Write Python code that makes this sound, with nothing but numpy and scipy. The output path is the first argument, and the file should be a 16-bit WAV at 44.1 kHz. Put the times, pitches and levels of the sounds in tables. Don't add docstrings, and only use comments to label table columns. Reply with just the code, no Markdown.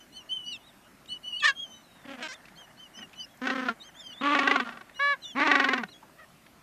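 import sys
import numpy as np
from scipy import signal
from scipy.io import wavfile
from scipy.ndimage import uniform_filter1d

SR = 44100
rng = np.random.default_rng(int(sys.argv[2]) if len(sys.argv) > 2 else 0)


def master_out(mix):
    frames = np.transpose(np.atleast_2d(mix))
    ceiling = np.clip(frames, -1, 1)
    pcm = np.round(ceiling * 32767).astype(np.int16)
    wavfile.write(sys.argv[1], SR, pcm)


N = 292202

# (time [s], relative level [dB], resonance [Hz], burst length [s])
CATCHES = [(2.989, -36, 1994, 0.0083), (3.026, -36.5, 1699, 0.011), (3.47, -15, 1510, .013),
           (3.5, -15.5, 1570, .012), (3.685, -15.5, 1530, 0.014), (4.349, -10, 1650, 0.0083),
           (4.389, -9.5, 2000, 0.013), (4.4315, -16, 2020, 0.0095), (4.474, -8, 1880, .011),
           (4.511, -8.5, 1980, 0.012), (4.558, -9.5, 1430, 0.011), (4.599, -14.5, 1520, .013),
           (4.646, -35.5, 1440, .02), (4.69, -24.5, 1620, 0.0081), (4.722, -34, 1480, 0.016),
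           (4.772, -31.5, 1400, .009), (4.81, -32.5, 1300, .012), (4.896, -36.5, 1960, 0.0059),
           (5.4, -13.5, 1670, 0.0078), (5.472, -9.5, 1630, 0.0099), (5.514, -6, 1930, .011),
           (5.553, -7, 1900, .011), (5.5978, -9, 1810, .012), (5.642, -10.5, 1820, .013),
           (5.6869, -10.5, 1926, .011), (5.7332, -10, 1856, .012), (5.778, -18, 1690, .011),
           (5.835, -18, 1670, .008), (5.887, -40.5, 1500, 0.011)]


def gain_of(db):
    return 10 ** (np.asarray(db) / 20)


def unit_rms(x):
    return x / np.sqrt(np.mean(x ** 2) + 1e-20)


def spectrum_at(points, hz):
    f, db = np.transpose(points)
    return np.interp(np.log(hz + 1), np.log(f + 1), db)


def curves(rows):
    times, *columns = np.transpose(rows)
    t = np.arange(round(times[0] * SR), round(times[-1] * SR)) / SR
    return t, [np.interp(t, times, column) for column in columns]


def add(mix, start_s, sound):
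    part = mix[max(round(start_s * SR), 0):][:len(sound)]
    part += sound[:len(part)]


def edges(count, fade_s):
    k = np.arange(count)
    return np.clip(np.minimum(k, count - k) / (fade_s * SR), 0, 1)


def wobble(count, smooth_s):
    size = int(smooth_s * SR) + 1
    return unit_rms(uniform_filter1d(uniform_filter1d(rng.standard_normal(count), size), size))


def resonate(x, modes):
    out = np.zeros(len(x))
    for k, (hz, width_hz, db) in enumerate(modes):
        b, a = signal.iirpeak(hz, hz / max(width_hz, 20), SR)
        out += (-1) ** k * gain_of(db) * signal.lfilter(b, a, x)
    return out


def surf():
    spectrum = [(12, -63.5), (20, -25), (37, -16.5), (74, -9.5), (201, 1), (351, -4.5), (463, -12.5),
                (646, -4.5), (902, -10), (981, -8), (2450, -14), (2820, -15), (3830, -20), (14100, -25),
                (15400, -66)]
    frames, hz = N // 256 + 5, np.fft.rfftfreq(1024, 1 / SR)
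    real, imag, patches = rng.standard_normal((frames, 513, 3)).T
    patches = unit_rms(uniform_filter1d(uniform_filter1d(patches, 10, 0), 12, 1))
    bins = (real + 1j * imag) * gain_of(spectrum_at(spectrum, hz)[:, None] + 1.8 * patches)
    return gain_of(-57.5) * unit_rms(signal.istft(bins, nperseg=1024, noverlap=768)[1][:N])


def colony():
    envelope = [(0, -71), (1, -73.5), (1.9, -68), (2.05, -56), (2.3, -53.5), (2.45, -60), (3.3, -63.5),
                (3.76, -63), (3.85, -61.5), (4.15, -55), (4.93, -60.5), (5.9, -76), (6.3, -86), (6.63, -88)]
    formants = [(595, 360, 6), (1694, 870, 7.5), (2220, 320, 7.5)]  # (frequency [Hz], bandwidth [Hz], gain per pass [dB])
    level_db = np.interp(np.arange(N) / SR, *np.transpose(envelope)) + 3.8 * wobble(N, .012)
    murmur = resonate(resonate(rng.standard_normal(N), formants), formants)
    return gain_of(level_db - 2.5) * unit_rms(murmur)


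def mains_hum(hz=49.6, rms_db=-76.5):
    return np.sqrt(2) * gain_of(rms_db) * np.sin(2 * np.pi * hz * np.arange(N) / SR)


def ticks():
    puffs = [(1.058, -36, 3000, 0.02), (2.404, -38, 900, 0.024), (2.454, -36, 2530, 0.04),
             (2.482, -34.5, 2050, 0.042), (2.519, -37.5, 725, 0.03), (3.094, -44, 2225, 0.03),
             (3.13, -36.5, 2600, 0.072), (3.189, -48, 2980, 0.017), (3.372, -44.5, 6768, 0.026),
             (6.026, -38, 910, 0.094), (6.094, -44, 1000, 0.046), (6.464, -33.5, 1840, 0.026)]
    out, t = np.zeros(N), np.arange(3000) / SR
    for start, db, hz, t60 in puffs:
        modes = [(hz, .15 * hz, 0), (2.2 * min(hz, 5000), hz, -22)]
        puff = unit_rms(resonate(rng.standard_normal(len(t)), modes))
        add(out, start, gain_of(db - 9 - 60 * t / t60) * puff * np.clip(t / .0015, 0, 1))
    return out


def echoes(x, t60=.09):
    t = np.arange(6000) / SR
    tail = rng.standard_normal(len(t)) * gain_of(-60 * t / t60) * (t > .004)
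    tail = signal.lfilter([1], [1, -.6], tail)
    return signal.fftconvolve(x, tail / np.linalg.norm(tail))[:N]


def chicks():
    # (start [s], peak [s], end [s], first pitch [Hz], peak pitch [Hz], last pitch [Hz],
    #  peak level [dB], octave relative to the note [dB])
    peeps = [ (0.0, 0.01, 0.048, 3100, 3037, 2980, -56.5, -6),
             (.12, 0.18, 0.23, 2923, 3070, 2770, -49.5, -11),
             (.12, 0.167, 0.19, 4130, 4420, 4170, -53.5, -11),
             (.275, 0.295, 0.32, 4120, 4400, 4770, -57, -18),
             (0.289, 0.334, 0.39, 2944, 3103, 3046, -31, -28.5),
             (0.355, 0.395, 0.47, 3030, 2983, 2930, -39.5, -32),
             (0.437, 0.506, 0.57, 2930, 2970, 2616, -37, -15), (.45, 0.478, .5, 4425, 4870, 4760, -51, -33),
             (0.485, .52, 0.55, 4640, 4700, 4060, -53, -35), (.51, 0.542, 0.58, 4400, 3740, 3040, -45, -15),
             (.585, .619, 0.64, 2936, 2942, 2818, -62, -14), (.61, 0.679, .72, 3530, 3860, 3340, -60, -40),
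             (.815, 0.877, 0.88, 2870, 2868, 2820, -63, -22),
             (1.075, 1.106, 1.154, 3720, 4300, 4450, -48.5, -10.5),
             (1.085, 1.134, 1.177, 2950, 2974, 2927, -35, -28),
             (1.22, 1.243, 1.38, 4400, 4370, 4800, -60.5, -9),
             (1.23, 1.277, 1.325, 2920, 2985, 2934, -35, -23),
             (1.315, 1.343, 1.4, 2870, 2870, 3030, -32.5, -31),
             (1.33, 1.358, 1.46, 4440, 4490, 4400, -54.5, -38),
             (1.39, 1.426, 1.465, 2750, 2580, 2530, -35.5, -27),
             (1.395, 1.414, 1.53, 4200, 3300, 3230, -37, -16),
             (1.548, 1.62, 1.67, 3202, 3310, 3073, -36.5, -21),
             (1.65, 1.685, 1.84, 3045, 3077, 2990, -57.5, -3.5),
             (1.71, 1.754, 1.84, 3620, 3900, 3640, -66, -25),
             (1.8, 1.837, 1.91, 3800, 4090, 3800, -67, -25),
             (1.89, 1.922, 2.13, 3872, 3858, 3330, -67.5, -25),
             (2.335, 2.353, 2.376, 3430, 3600, 3160, -53.5, -25),
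             (2.555, 2.567, 2.58, 4364, 4320, 4640, -57, -30),
             (2.565, 2.595, 2.66, 3090, 3210, 2900, -51.5, -11),
             (2.593, 2.618, 2.61, 4900, 5320, 5000, -63.5, -30),
             (2.66, 2.675, 2.64, 5100, 5600, 5850, -69, -30),
             (2.68, 2.707, 2.735, 2800, 2900, 3070, -66, -20),
             (2.76, 2.786, 2.8, 3928, 4450, 4840, -61.5, -30),
             (2.77, 2.819, 2.885, 2954, 3110, 2800, -49, -17.5),
             (2.835, 2.848, 2.85, 5120, 4890, 4830, -64, -35),
             (2.935, 2.993, 3.02, 2880, 3090, 3080, -47.5, -6),
             (2.955, 2.987, 3.005, 5380, 4970, 5500, -52.5, -17),
             (3.0, 3.032, 3.06, 3135, 2894, 2770, -46, -18),
             (3.155, 3.163, 3.19, 3793, 4100, 4000, -62, -25),
             (3.155, 3.213, 3.255, 2940, 3036, 2790, -41.5, -12),
             (3.196, 3.205, 3.26, 4970, 4720, 4970, -48.5, -26),
             (3.212, 3.225, 3.22, 4782, 5025, 4400, -56, -31),
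             (3.27, 3.31, 3.365, 3016, 3420, 3170, -67.5, -22),
             (3.797, 3.815, 3.84, 3780, 3680, 4350, -44, -20),
             (3.805, 3.87, 3.905, 2940, 3200, 2950, -54, -5),
             (3.835, 3.86, 3.875, 4350, 4900, 5350, -60, -30),
             (3.94, 3.998, 4.035, 3060, 3620, 3230, -48, -10),
             (3.98, 4.008, 4.035, 4900, 5380, 4720, -60, -35),
             (4.02, 4.08, 4.145, 3230, 3120, 2830, -45, -15),
             (4.025, 4.06, 4.097, 4720, 4900, 4650, -58, -40),
             (4.088, 4.104, 4.137, 4680, 4900, 4050, -59, -40),
             (4.115, 4.15, 4.172, 3000, 3500, 3300, -53, -25),
             (4.16, 4.18, 4.205, 3300, 3520, 3850, -48, -25),
             (4.19, 4.21, 4.245, 3800, 3800, 2850, -46, -25),
             (4.93, 4.962, 4.985, 3400, 3980, 4300, -57, -20),
             (4.945, 4.978, 5.015, 2900, 2890, 2858, -48, -10),
             (5.2, 5.24, 5.275, 3000, 3250, 3300, -60, -8),
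             (5.218, 5.255, 5.29, 4200, 3650, 3400, -41, -22),
             (5.222, 5.275, 5.325, 2881, 2950, 2750, -50, -3),
             (5.272, 5.297, 5.345, 3400, 3480, 3050, -44, -15),
             (5.878, 5.892, 5.91, 3950, 3985, 4360, -55, -20),
             (5.895, 5.917, 5.95, 2946, 2833, 2930, -62.5, -1),
             (5.91, 5.931, 5.94, 4350, 3830, 3450, -48.5, -23),
             (5.93, 5.941, 5.99, 3700, 3330, 3350, -54, -13), ]
    steady_hz = 3150
    out, flutter, rasp = np.zeros(N), wobble(N, .009), wobble(N, .004)
    unsteady = gain_of(2.06 * wobble(N, .011) + .53 * wobble(N, .0015))
    for start, peak, end, first_hz, peak_hz, last_hz, db, octave_db in peeps:
        t, (position,) = curves([(start, -1), (peak, 0), (end, 1)])
        span = round(start * SR) + np.arange(len(t))
        rising, from_peak = position < 0, abs(position)
        glide = np.sin(np.pi / 2 * from_peak) ** 1.8
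        hz = peak_hz + (np.where(rising, first_hz, last_hz) - peak_hz) * glide
        lost_db = np.where(rising, 18.5, 13.5) * from_peak ** 2.23
        excess_khz = max(peak_hz - steady_hz, 0) / 1000
        waver = (.0025 + .012 * excess_khz) * flutter[span]
        rasp_db = 2.5 * excess_khz * rasp[span]
        phase = 2 * np.pi * np.cumsum(hz * (1 + waver)) / SR
        third = gain_of(-30.5 - 40 * excess_khz) * np.sin(3 * phase)
        octave = gain_of(octave_db - .82 * lost_db) * np.sin(2 * phase)
        tone = gain_of(-lost_db) * (np.sin(phase) + third) + octave
        add(out, start, np.sqrt(2) * gain_of(db + rasp_db) * tone * edges(len(t), .0033))
    return out * unsteady


def squeaks():
    contours = [
        [(1.422, 605, -43), (1.442, 580.6, -21), (1.455, 594, -17.5), (1.468, 640, -23)],
        [(1.468, 636, -28.5), (1.482, 566.6, -18.5), (1.508, 545, -27), (1.522, 510, -53)],
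        [(2.225, 327, -33), (2.241, 315.7, -37), (2.277, 305, -39)],
        [(2.284, 517, -42.5), (2.318, 514, -41.5), (2.345, 660, -46.5)],
        [(4.992, 500, -42), (5.0, 551, -26.5), (5.04, 569.3, -24), (5.125, 570, -24.5), (5.141, 536, -30.5),
         (5.16, 478, -57)],
        [(6.17, 562, -69), (6.194, 650, -51), (6.25, 597, -58.5)],
    ]
    spectra = [
        [(1, -26.5), (2, -5.5), (3, 1.5), (4, -10), (5, -12), (6, -9), (7, -12), (8, -21), (9, -17.5),
         (10, -24), (11, -23.5), (12, -26), (13, -27.5)],
        [(1, -26), (2, -7), (3, 3.5), (4, -7.5), (5, -6), (6, -12), (7, -11), (8, -14), (9, -16), (10, -27),
         (11, -20.5), (12, -22), (13, -25), (14, -29.5)],
        [(1, -10), (2, -8), (3, -7.5), (4, -5.5), (5, 0), (6, -10), (7, -3), (8, -4), (9, -4), (10, -3.5),
         (11, -10), (12, -8), (13, -8), (14, -24), (15, -14), (16, -21), (17, -12), (18, -20), (19, -22),
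         (20, -20), (21, -19), (22, -21), (23, -35), (24, -17.5)],
        [(1, -12), (2, -7), (3, 2), (4, -1), (5, -9), (6, -6), (7, -10), (8, -7), (9, -9), (10, -5), (11, -5),
         (12, -19), (13, -10.5)],
        [(1, -12.5), (2, -0.5), (3, 1.5), (4, -4.5), (5, -15), (6, -17.5), (7, -14.5), (8, -28.5), (9, -32),
         (10, -35), (11, -37.5), (12, -55), (13, -42)],
        [(1, -1), (2, 5.5), (3, 9), (4, -4)],
    ]
    breaths = [0.39, 0.26, 0.31, 0.3, 0.052, 0.64]
    out = np.zeros(N)
    for contour, harmonics, breath in zip(contours, spectra, breaths):
        t, (hz, db) = curves(contour)
        cycles = np.cumsum(hz * (1 + .0033 * wobble(len(t), .0068))) / SR
        tilt_db_per_octave = .079 * (db - db.max())
        top, top_db = harmonics[-1]
        roll_off = [(top + j, top_db - 3.8 * j) for j in range(1, 9)]
        tone, power = np.zeros(len(t)), np.zeros(len(t))
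        for k, harmonic_db in list(harmonics) + roll_off:
            amplitude = gain_of(harmonic_db + tilt_db_per_octave * np.log2(k * hz / 1500))
            slip = .23 * breath * k * wobble(len(t), .003)
            fuzz = breath * wobble(len(t), .0033) * np.cos(2 * np.pi * (k * cycles + rng.random()))
            tone += amplitude * (np.cos(2 * np.pi * k * cycles + .33 * k * k + slip) + fuzz)
            power += amplitude ** 2 / 2
        add(out, t[0], gain_of(db) * tone / np.sqrt(power) * edges(len(t), .0011))
    return out


def throat_filter(x, response):
    hz = abs(np.fft.fftfreq(4096, 1 / SR))
    log_gain = np.log(gain_of(np.maximum(spectrum_at(response, hz), -100)))
    taps = np.fft.ifft(np.exp(np.conj(signal.hilbert(log_gain)))).real[:2048]
    return signal.oaconvolve(x, taps / np.linalg.norm(taps))[:len(x)]


def bursts(pulse_hz=385):
    response = [(100, -27), (230, -26), (385, -7), (770, -4.5), (1150, -5), (1550, -4.5), (1900, -4.5),
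                (2300, -8), (2800, -5.5), (3200, -12), (3600, -11.5), (4600, -19), (6500, -28),
                (10000, -49.5), (14000, -89)]
    drive, t = np.zeros(N), np.arange(1600) / SR
    k = np.arange(1, 29)[:, None]
    draws = rng.standard_normal((len(CATCHES), len(t) + 1))
    quirks = rng.standard_normal((len(CATCHES), len(k), 2))
    for (start, db, ring_hz, length), draw, quirk in zip(CATCHES, draws, quirks):
        rate_hz, noise = pulse_hz * (1 + .03 * draw[0]), draw[1:]
        cycles = rate_hz * (t - 1.5 * t ** 2) - .5
        lift_db = 8 * np.exp(-((k * rate_hz - ring_hz) / 450) ** 2) + 2.2 * quirk[:, :1]
        smear = .14 * k * quirk[:, 1:]
        partials = gain_of(lift_db) * np.cos(2 * np.pi * k * cycles + smear)
        train = unit_rms(partials.sum(0)) + .4 * noise
        envelope = np.clip(t / .004, 0, 1) * np.exp(-(t / length) ** 3)
        add(drive, start - .002, gain_of(db) * envelope * train)
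    return gain_of(-13.5) * throat_filter(drive, response)


def choke(catch_depth_db=15):
    silent_catches = [(2.071, 14, .006), (2.1, 6, 0.0027), (2.13, 10, 0.0039), (2.168, 15, 0.0076),
                      (2.203, 8.5, 0.0031), (3.546, 12, 0.0048), (3.574, 7, 0.0029), (3.614, 9.5, 0.00387),
                      (3.647, 6.5, 0.0059), (4.229, 7.5, 0.0038), (5.445, 6.5, 0.0076)]
    dip_db, t = np.zeros(N), np.arange(-800, 800) / SR
    for time, _, _, length in CATCHES:
        add(dip_db, time + t[0], -catch_depth_db * np.exp(-((t / length - .2) / .4) ** 2))
    for time, depth_db, width_s in silent_catches:
        add(dip_db, time + t[0], -depth_db * np.exp(-(t / width_s) ** 2))
    return gain_of(dip_db)


def pitch_climb(t, depth=.068, climb_s=.045):
    times = np.sort([0] + [row[0] for row in CATCHES])
    since_s = t - times[np.searchsorted(times, t, "right") - 1]
    return 1 + depth * (uniform_filter1d(np.minimum(since_s / climb_s, 1), size=200) - .5)


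def voice_pulses(cycles, hz, tilt_db_per_octave):
    out = np.zeros(len(cycles))
    for k in range(2, 30):
        level_db = tilt_db_per_octave * np.log2(k * hz / 1500) + 1.8 * wobble(len(cycles), .01)
        slip = .012 * k * wobble(len(cycles), .006)
        out += gain_of(level_db) * np.cos(2 * np.pi * k * cycles + slip)
    return out * np.sqrt(4 * hz / SR)


def voice_source(cycles, hz, tilt_db_per_octave, breath, crossover_hz=3200):
    shimmer = gain_of(1.3 * wobble(len(hz), .004))
    puffs = unit_rms((.87 + np.exp(-(cycles % 1) / .049)) * rng.standard_normal(len(hz)))
    voiced = (1 - breath) * shimmer * voice_pulses(cycles, hz, tilt_db_per_octave) + breath * puffs
    low_pass = signal.butter(2, crossover_hz, fs=SR)
    hiss = puffs - signal.filtfilt(*low_pass, puffs)
    return signal.lfilter(*low_pass, voiced) + 2.02 * shimmer * hiss


def brays():
    contours = [
        [(2.05, 254.7), (2.12, 265.5), (2.176, 226.6), (2.23, 240)],
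        [(2.97, 210.5), (3.024, 222.6), (3.05, 210)],
        [(3.414, 237.3), (3.46, 256), (3.52, 261), (3.6, 246.4), (3.678, 239.2), (3.716, 224.5), (3.75, 213)],
        [(4.208, 234.2), (4.242, 268.7), (4.28, 282.8), (4.297, 275), (4.338, 289.5), (4.414, 274.2),
         (4.54, 280.1), (4.614, 248.2), (4.66, 225)],
        [(4.645, 226), (4.69, 231), (4.716, 231.8), (4.802, 223.2), (4.91, 217.5)],
        [(5.348, 209.2), (5.38, 268.8), (5.424, 295.7), (5.526, 285.4), (5.79, 251.5), (5.83, 201.4),
         (5.88, 186.7)],
    ]
    # (throat drive [dB], fundamental [dB],
    # spectral tilt [dB/octave], level slope [dB/s], release [s])
    efforts = [(-44, -44, 5, 68, 0.0066), (-49.5, -50.5, 6, 3, 0.011), (-33, -34, -3.5, 11.5, 0.04),
               (-22, -29.5, -1, -9, 0.027), (-32, -41.5, 7, -120, 0.028), (-21.5, -30, 1, -4, 0.031)]
    throats = [
        [(240, -53), (400, -3), (561, 11), (945, -2.5), (1550, -1), (3130, -9.5), (4010, -23.5), (9000, -36),
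         (11700, -64), (19800, -120)],
        [(240, -34), (400, 0), (3020, -15), (4000, -48), (5200, -65), (8800, -120)],
        [(240, -52), (400, -4), (806, -10), (1170, 0.5), (1690, 2), (2340, -7), (3100, -12), (4340, -24.5),
         (6680, -33), (7440, -46), (8390, -41), (10000, -64), (13000, -78), (22000, -120)],
        [(240, -55), (400, -6), (823, -9.5), (1160, 6.5), (1510, -6), (2460, -7.5), (3160, -12), (4790, -33),
         (5130, -38), (6590, -40), (11000, -61.5), (14300, -90), (22000, -120)],
        [(240, -55), (400, -11.5), (1420, -1), (2410, -26), (2940, -23.5), (9000, -52), (11700, -66),
         (19800, -120)],
        [(240, -45), (400, -1), (492, -4.5), (811, -4), (1130, 6.5), (1360, -4), (2050, 1.5), (2830, -12.5),
         (3290, -20.5), (4110, -21.5), (5060, -36), (5500, -32.5), (11000, -64), (14300, -75), (22000, -120)],
    ]
    breaths = [.1, .3, .14, .2, .4, .1]
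    out, choking = np.zeros(N), choke()
    for contour, effort, throat, breath in zip(contours, efforts, throats, breaths):
        drive_db, fundamental_db, tilt, slope, release_s = effort
        t, (hz,) = curves(contour)
        octaves = np.log2(hz / hz.max())
        trend_db = slope * (t - t[0])
        gate = choking[round(t[0] * SR):][:len(t)]
        jitter = .006 * wobble(len(t), .005)
        bend = pitch_climb(t) + jitter + .17 * (1 - gate)
        cycles = np.cumsum(hz * bend) / SR
        drive = voice_source(cycles, hz, tilt + 6 * octaves, breath)
        voice = throat_filter(drive * gate * gain_of(drive_db + 43.5 * octaves + trend_db), throat)
        fundamental_rms = gain_of(fundamental_db + 16 * octaves + np.minimum(trend_db, 0)) * gate ** 2.6
        fundamental = np.sqrt(2) * fundamental_rms * np.sin(2 * np.pi * cycles - .8)
        release = np.clip((t[-1] - t) / release_s, 0, 1) ** 2
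        add(out, t[0], (voice + fundamental) * release * edges(len(t), .004))
    return out


def scene():
    catches, young = bursts(), chicks()
    small_body = signal.butter(2, 130, "high", fs=SR)
    adult = signal.lfilter(*small_body, catches + brays() + squeaks())
    reflections = gain_of(-22) * echoes(adult) + gain_of(-21) * echoes(young)
    return (adult + young + reflections + ticks() + surf() + colony() + mains_hum())[None]


def record(dry):
    taps = signal.firwin(511, cutoff=15100, window=("kaiser", 9), fs=SR)
    return signal.oaconvolve(dry, taps[None], "same")


dry = scene()
out = record(dry)
master_out(out)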